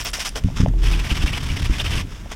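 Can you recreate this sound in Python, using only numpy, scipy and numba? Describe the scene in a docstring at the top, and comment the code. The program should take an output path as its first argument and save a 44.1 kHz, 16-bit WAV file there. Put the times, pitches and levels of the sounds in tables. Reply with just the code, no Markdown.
"""A quiet room with a tent spread on the floor, heard close up through one microphone.
A squeeze bottle sputters air and liquid onto the fabric, its wet nozzle squeaking. Someone drops down
beside it with a few dull thuds and a low shudder, then scrubs the spot with a cloth in quick strokes:
fibres hiss, the weave rasps higher as the hand speeds up, and the floor rumbles under the pressure.
The creased sheet rustles, cracks and pops; behind it lie a short reverberation and low room tone."""
import sys
import numpy as np
from scipy import signal
from scipy.fft import rfft, irfft, next_fast_len
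from scipy.io import wavfile
from scipy.ndimage import uniform_filter1d
from numba import njit

SR = 44100
rng = np.random.default_rng(int(sys.argv[2]) if len(sys.argv) > 2 else 0)


def waveform_to_disk(signal):
    """Save audio, clipped to [-1, 1], as 16-bit WAV at the path in sys.argv[1]."""
    frames = np.transpose(np.atleast_2d(signal))
    scaled = np.clip(frames, -1, 1) * 32767
    samples = np.round(scaled).astype(np.int16)
    wavfile.write(sys.argv[1], SR, samples)


N = 103635
T = np.arange(N) / SR

# scrubbing strokes (start [s], length [s], hiss [dB], rasp [dB], thread crossings at top speed [Hz])
STROKES = [(0.815, .11, -31.5, -35, 2830), (0.911, 0.057, -29, -29, 2940), (0.963, 0.072, -35, -37.5, 2480),
           (1.03, 0.059, -31.5, -37, 2580), (1.087, 0.054, -30.5, -30, 3000),
           (1.143, 0.051, -30.5, -35, 2830), (1.194, 0.061, -31.5, -33, 2980),
           (1.256, 0.058, -30, -29, 2680), (1.318, 0.051, -31, -25.5, 2960),
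           (1.365, 0.026, -30.5, -37, 2840), (1.403, 0.017, -35.5, -44, 2630),
           (1.424, 0.03, -33.5, -43, 2540), (1.455, 0.022, -31.5, -51, 2450),
           (1.477, 0.0483, -31.5, -29.5, 2760), (1.517, .037, -37, -37, 2660),
           (1.557, 0.028, -33, -33, 2800), (1.585, 0.024, -32.5, -51, 2300), (1.617, 0.017, -30, -51, 2460),
           (1.638, 0.037, -31, -45, 2640), (1.695, 0.077, -33.5, -36.5, 2320),
           (1.764, 0.028, -36.5, -38, 2480), (1.781, 0.045, -28.5, -25, 3146),
           (1.836, 0.056, -29, -29, 2790), (1.892, 0.075, -28, -30.5, 2850), (1.959, 0.051, -28, -32, 2680),
           (2.005, 0.021, -35.5, -36, 2180)]
# hiss of the cloth fibres (frequency [Hz], gain [dB])
CLOTH_COLOUR = [(210, -34), (350, -10.5), (445, -8), (885, -6.5), (1060, -6), (1240, -6.5), (3180, -3),
                (3560, -5.5), (3980, -12.5), (5390, -7.5), (6850, -18.5), (8440, -17.5), (12200, -24.5),
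                (15000, -30), (16000, -37)]
# spurts of air and liquid (start [s], length [s], spray [dB], gurgle [dB])
SPURTS = [(-.01, 0.043, -28, -46), (0.045, 0.051, -25.5, -39.5), (.130, 0.033, -23, -50),
          (0.165, .035, -33, -46), (0.191, 0.048, -26.5, -52), (0.245, 0.045, -24.5, -43),
          (0.351, 0.04, -28, -30)]
# spray at the nozzle (frequency [Hz], gain [dB])
SPRAY_COLOUR = [(180, -24), (300, -10), (366, -17), (762, -1.5), (1560, 1), (2740, 3), (2980, 3), (3290, 5),
                (4160, -5), (5430, 5), (6620, -4), (8640, -6.5), (13100, -15.5), (16000, -22)]
# gurgle in the bottle neck (frequency [Hz], gain [dB])
GURGLE_COLOUR = [(250, -7), (450, -1), (900, -4.5), (1800, -15)]
# wet squeaks of the nozzle (start [s], length [s], level [dB], middle pitch [Hz])
SQUEAKS = [(.041, 0.0098, -32, 14800), (.101, .007, -38, 10000), (.114, 0.0035, -38, 7200),
           (.290, 0.0041, -28, 5600), (.288, 0.008, -35, 9800)]
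# weight landing on the floor (time [s], peak level [dB], push length [s])
THUDS = [(0.4434, -2.5, 0.0058), (.456, -15, 0.0034), (.600, -0.5, 0.00433), (.612, -29, 0.0058),
         (0.631, -1, 0.0055), (0.651, -16, 0.0024), (.679, -7, 0.0051)]
# floor ringing under the body (frequency [Hz], gain [dB], time to fall 60 dB [s])
THUD_MODES = [(66.6, -18, 0.25), (106.2, -2.5, 0.18), (149, -6, 0.073), (180.6, 1.5, 0.13), (254, 5, 0.087),
              (303, -4, 0.071)]
# the hand bumping down through the fabric (time [s], peak level [dB], push length [s])
BUMPS = [(0.84, -25, 0.0026), (1.114, -5, 0.0036), (1.238, -4.5, 0.0035), (1.499, -11, 0.0094),
         (1.622, -15, .013), (1.696, -4.5, 0.0033), (1.95, -14.5, 0.005)]
# floor ringing under the hand (frequency [Hz], gain [dB], time to fall 60 dB [s])
BUMP_MODES = [(52.3, 4, 0.091), (102, -9.5, 0.062), (224, -10, 0.073), (304, -6.5, 0.063)]
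# floor rumbling under the moving body (time [s], level [dB])
RUMBLE_LEVELS = [(0, -36.5), (.26, -46), (.42, -31.5), (.6, -23), (.76, -28), (.88, -21), (1.02, -27.5),
                 (1.2, -23), (1.4, -25.5), (1.52, -21.5), (1.8, -25), (1.98, -20.5), (2.1, -32),
                 (2.35, -42.5)]
# spectrum of that rumble (frequency [Hz], gain [dB])
RUMBLE_COLOUR = [(12, -24.5), (20, 1.5), (54, -5.5), (77, -1), (119, -7), (155, -10), (183, -17),
                 (274, -18.5), (450, -34.5), (580, -62.5), (990, -120)]
# low shudder as the weight settles (time [s], level [dB])
SHUDDER_LEVELS = [(.66, -50), (.71, -18.5), (.78, -14.5), (.85, -14.5), (.92, -16.5), (1.0, -18),
                  (1.06, -26)]
# its throb and buzz (harmonic [number], gain [dB])
SHUDDER_PARTIALS = [(1, -0.5), (8, -26.5), (10, -32.5)]
# loose tent fabric and clothes shifting (time [s], level [dB])
RUSTLE_LEVELS = [(0, -48.5), (.33, -47), (.43, -49.5), (.46, -44.5), (.552, -48), (.568, -30.5),
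                 (.615, -31), (.66, -47), (.73, -54.5), (.79, -46), (.85, -39.5), (2.0, -40), (2.06, -48.5),
                 (2.13, -44), (2.29, -50), (2.311, -39), (2.322, -32.5), (2.35, -48)]
# fabric rustling or cracking (frequency [Hz], gain [dB])
FABRIC_COLOUR = [(210, -1.5), (350, -6), (452, -9), (557, -13), (804, -8.5), (885, -5), (1010, -3.5),
                 (2670, -5.5), (3560, -4.5), (4180, -16), (5310, -6.5), (16000, -37.5)]
# creases snapping over (time [s], level [dB])
CRINKLES = [(.438, -32), (0.684, -32.5), (1.261, -23.5), (1.954, -27), (2.011, -27.5), (2.317, -26)]
# small knocks and pops of the sheet (time [s], peak level [dB])
POPS = [(.186, -24), (.486, -26), (.502, -30.5), (.661, -10.5), (.675, -28), (.738, -30), (1.376, -26),
        (2.259, -30), (2.266, -37), (2.319, -27)]
# hollow ring of a pop (frequency [Hz], gain [dB])
POP_COLOUR = [(150, -9), (400, 1), (620, 11), (900, 3), (1400, -19), (3000, -15), (4500, -49), (12000, -66)]
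# background air of the room (frequency [Hz], gain [dB])
ROOM_TONE_COLOUR = [(20, -9.5), (45, -2), (80, -22), (200, -24), (600, -36.5), (3000, -54), (7000, -51.5),
                    (16000, -60)]


def scrubbing(fold_spread=0.089, waver=0.059, rasp_width_hz=235, snags_per_s=120, snag_db=-11):
    """Each stroke speeds up and slows: fibres hiss and snag, the weave rasps as threads are crossed."""
    hiss_gain, rasp_gain, crossing_hz = np.zeros(N), np.zeros(N), np.full(N, 900.)
    for start, length, hiss_db, rasp_db, top_hz in STROKES:
        along = np.clip((T - start) / length, 0, 1)
        speed = np.maximum(np.sin(np.pi * along), 0) ** 0.6
        hiss_gain += undb(hiss_db) * speed ** 0.94
        rasp_gain += undb(rasp_db) * speed ** 4
        crossing_hz = np.maximum(crossing_hz, top_hz * speed)
    weave = np.zeros(N)
    for offset in (-fold_spread, fold_spread):  # one fold of the cloth runs slower, one faster
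        fold_hz = crossing_hz * np.exp(offset + waver * flicker(140))
        weave += rough_tone(fold_hz, rasp_width_hz)
    snags = (rng.random(N) < snags_per_s / SR) * rng.standard_normal(N)
    friction = unit(grains(spread=0.23, rate_hz=1200)) + undb(snag_db) * unit(snags)
    fibres = colour(friction, CLOTH_COLOUR)
    return (hiss_gain * unit(fibres) + rasp_gain * unit(weave)) * undb(1.6 * flicker(130))


def bottle_spurts(attack_s=0.0075, release_s=0.035):
    """Air and droplets spit from the nozzle in short spurts, gurgling in the neck."""
    spray_gain, gurgle_gain = np.zeros(N), np.zeros(N)
    for start, length, spray_db, gurgle_db in SPURTS:
        rise = np.clip((T - start) / attack_s, 0, 1)
        fall = np.clip((start + length - T) / release_s + 0.35, 0, 1)
        spray_gain += undb(spray_db) * rise * fall
        gurgle_gain += undb(gurgle_db) * rise * fall
    droplets = unit(colour(grains(spread=0.28, rate_hz=1500), SPRAY_COLOUR))
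    spray = droplets * undb(0.57 * flicker(154))
    return spray_gain * spray + gurgle_gain * noise(GURGLE_COLOUR)


def nozzle_squeaks(pitch_fall=0.12):
    """Air whistles briefly through the wet nozzle, falling in pitch."""
    squeaks = np.zeros(N)
    for start, length, db, middle_hz in SQUEAKS:
        along = np.clip((T - start) / length, 0, 1)
        pitch_hz = middle_hz * (1 - pitch_fall * (along - 0.5))
        squeaks += undb(db) * np.sin(np.pi * along) * rough_tone(pitch_hz, width_hz=2200)
    return squeaks


def floor():
    """The floor rings as the body lands and the hand bumps down, and rumbles under the movement."""
    thuds = sum(undb(db) * strike(start, push_s, THUD_MODES) for start, db, push_s in THUDS)
    bumps = sum(undb(db) * strike(start, push_s, BUMP_MODES) for start, db, push_s in BUMPS)
    return thuds + bumps + curve(RUMBLE_LEVELS) * noise(RUMBLE_COLOUR)


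def shudder(pitch_hz=41.53, waver=0.0119):
    """A deep throb with a faint buzz swells and dies as the weight settles."""
    phase = 2 * np.pi * np.cumsum(pitch_hz * (1 + waver * flicker(19.7))) / SR
    throb = sum(undb(db) * np.sin(harmonic * phase) for harmonic, db in SHUDDER_PARTIALS)
    sounding = (T > SHUDDER_LEVELS[0][0]) & (T < SHUDDER_LEVELS[-1][0])
    return unit(throb) * curve(SHUDDER_LEVELS) * sounding


def rustle(crisp_from_db=-46, dull_hz=3600, flutter_db=1.5):
    """Loose fabric shifts; the gentler the movement, the duller it sounds."""
    gain = curve(RUSTLE_LEVELS)
    crisp = unit(colour(grains(spread=0.22, rate_hz=700), FABRIC_COLOUR))
    dull = signal.sosfilt(signal.butter(2, dull_hz, fs=SR, output="sos"), noise(FABRIC_COLOUR))
    crisp_share = np.minimum(gain / undb(crisp_from_db), 1)
    fabric = crisp_share * crisp + np.sqrt(1 - crisp_share ** 2) * dull
    return gain * fabric * undb(flutter_db * flicker(60))


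def crinkles(decay_s=0.0031):
    """Creases snap over, each with a short dry crack."""
    bursts = np.zeros(N)
    for start, db in CRINKLES:
        bursts += undb(db) * (T >= start) * np.exp(-np.maximum(T - start, 0) / decay_s)
    return bursts * noise(FABRIC_COLOUR)


def sheet_pops():
    """The creased sheet pops: single kicks with a short hollow ring."""
    kicks = np.zeros(N)
    for start, db in POPS:
        kicks[int(start * SR)] += undb(db)
    ring_peak = np.abs(colour(signal.unit_impulse(N), POP_COLOUR)).max()
    return colour(kicks, POP_COLOUR) / ring_peak


def reverberation(direct, t60_s=0.21, level_db=-17):
    """The room's reflections reach the microphone just after the close sound and well below it."""
    tail = rng.standard_normal(N) * 1000 ** (-T / t60_s) * (T > 0.004)
    tail /= np.sqrt(np.sum(tail ** 2))
    return undb(level_db) * signal.fftconvolve(direct, tail)[:N]


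def room_tone(level_db=-33):
    """The air of the room: a steady, deep hush behind everything."""
    return undb(level_db) * noise(ROOM_TONE_COLOUR)


def undb(db):
    return 10 ** (np.asarray(db) / 20)


def unit(x):
    """Scale to rms 1."""
    return x / np.sqrt(np.mean(x ** 2) + 1e-18)


def curve(points):
    """Gain along (time [s], level [dB]) points."""
    return undb(np.interp(T, *np.array(points).T))


def colour(x, points):
    """Causal filter through (frequency [Hz], gain [dB]) points, falling away beyond both ends."""
    hz, db = np.array(points, float).T
    size = next_fast_len(2 * N) // 2 * 2
    octave = np.log2(np.maximum(np.fft.rfftfreq(size, 1 / SR), 1))
    octaves_outside = np.abs(octave - np.clip(octave, np.log2(hz[0]), np.log2(hz[-1])))
    gain_db = np.interp(octave, np.log2(hz), db) - np.minimum(24 * octaves_outside, 70)
    cepstrum = irfft(np.log(undb(gain_db)))
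    cepstrum[1:size // 2] *= 2  # fold onto positive time for minimum phase
    cepstrum[size // 2 + 1:] = 0
    return irfft(rfft(x, size) * np.exp(rfft(cepstrum)))[:N]


def noise(points):
    """Steady coloured noise, rms 1."""
    return unit(colour(rng.standard_normal(N), points))


def flicker(rate_hz):
    """Smooth random wander, rms 1."""
    hold = max(int(SR / rate_hz), 1)
    steps = np.repeat(rng.standard_normal(N // hold + 1), hold)
    return unit(uniform_filter1d(steps, hold)[:N])


def grains(spread, rate_hz):
    """Dense tiny clicks that come in uneven clusters."""
    return rng.standard_normal(N) * np.exp(spread * np.minimum(flicker(rate_hz), 2))


@njit
def bandpass(x, centre_hz, width_hz):
    """State-variable band-pass with a moving centre."""
    y, band_state, low_state = np.empty(len(x)), 0., 0.
    for i in range(len(x)):
        tuning = np.tan(np.pi * centre_hz[i] / SR)
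        damping = width_hz / centre_hz[i]
        band = (band_state + tuning * (x[i] - low_state)) / (1 + tuning * (tuning + damping))
        band_state = 2 * band - band_state
        low_state += 2 * tuning * band
        y[i] = damping * band
    return y


def rough_tone(pitch_hz, width_hz):
    """Noise in a steep moving resonance, rms 1."""
    first_pass = bandpass(rng.standard_normal(N), pitch_hz, float(width_hz))
    return unit(bandpass(first_pass, pitch_hz, 1.1 * width_hz))


def strike(start, push_s, modes):
    """A soft push rings damped modes; peak 1."""
    age = T[:SR // 2]
    ring = sum(undb(db) * np.sin(2 * np.pi * hz * age) * 1000 ** (-age / t60) for hz, db, t60 in modes)
    push = np.sin(np.pi * np.clip((T - start) / push_s, 0, 1)) ** 2
    knock = signal.fftconvolve(push, ring)[:N]
    return knock / (np.abs(knock).max() + 1e-12)


def scene():
    """At the microphone, in mono: bottle and fabric close by, with the room and the floor beneath."""
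    close = bottle_spurts() + nozzle_squeaks() + scrubbing() + rustle() + crinkles() + sheet_pops()
    return (close + reverberation(close) + room_tone() + floor() + shudder())[None]


def record(dry, low_cut_hz=12, ceiling=0.7, top_hz=16200):
    """The recorder loses the deepest bass, rounds the loudest peaks and cuts the top."""
    trimmed = signal.sosfilt(signal.butter(1, low_cut_hz, "high", fs=SR, output="sos"), dry)
    rounded = trimmed / (1 + (trimmed / ceiling) ** 4) ** 0.25
    return signal.sosfilt(signal.ellip(10, 0.2, 80, top_hz, fs=SR, output="sos"), rounded)


dry = scene()
out = record(dry)
waveform_to_disk(out)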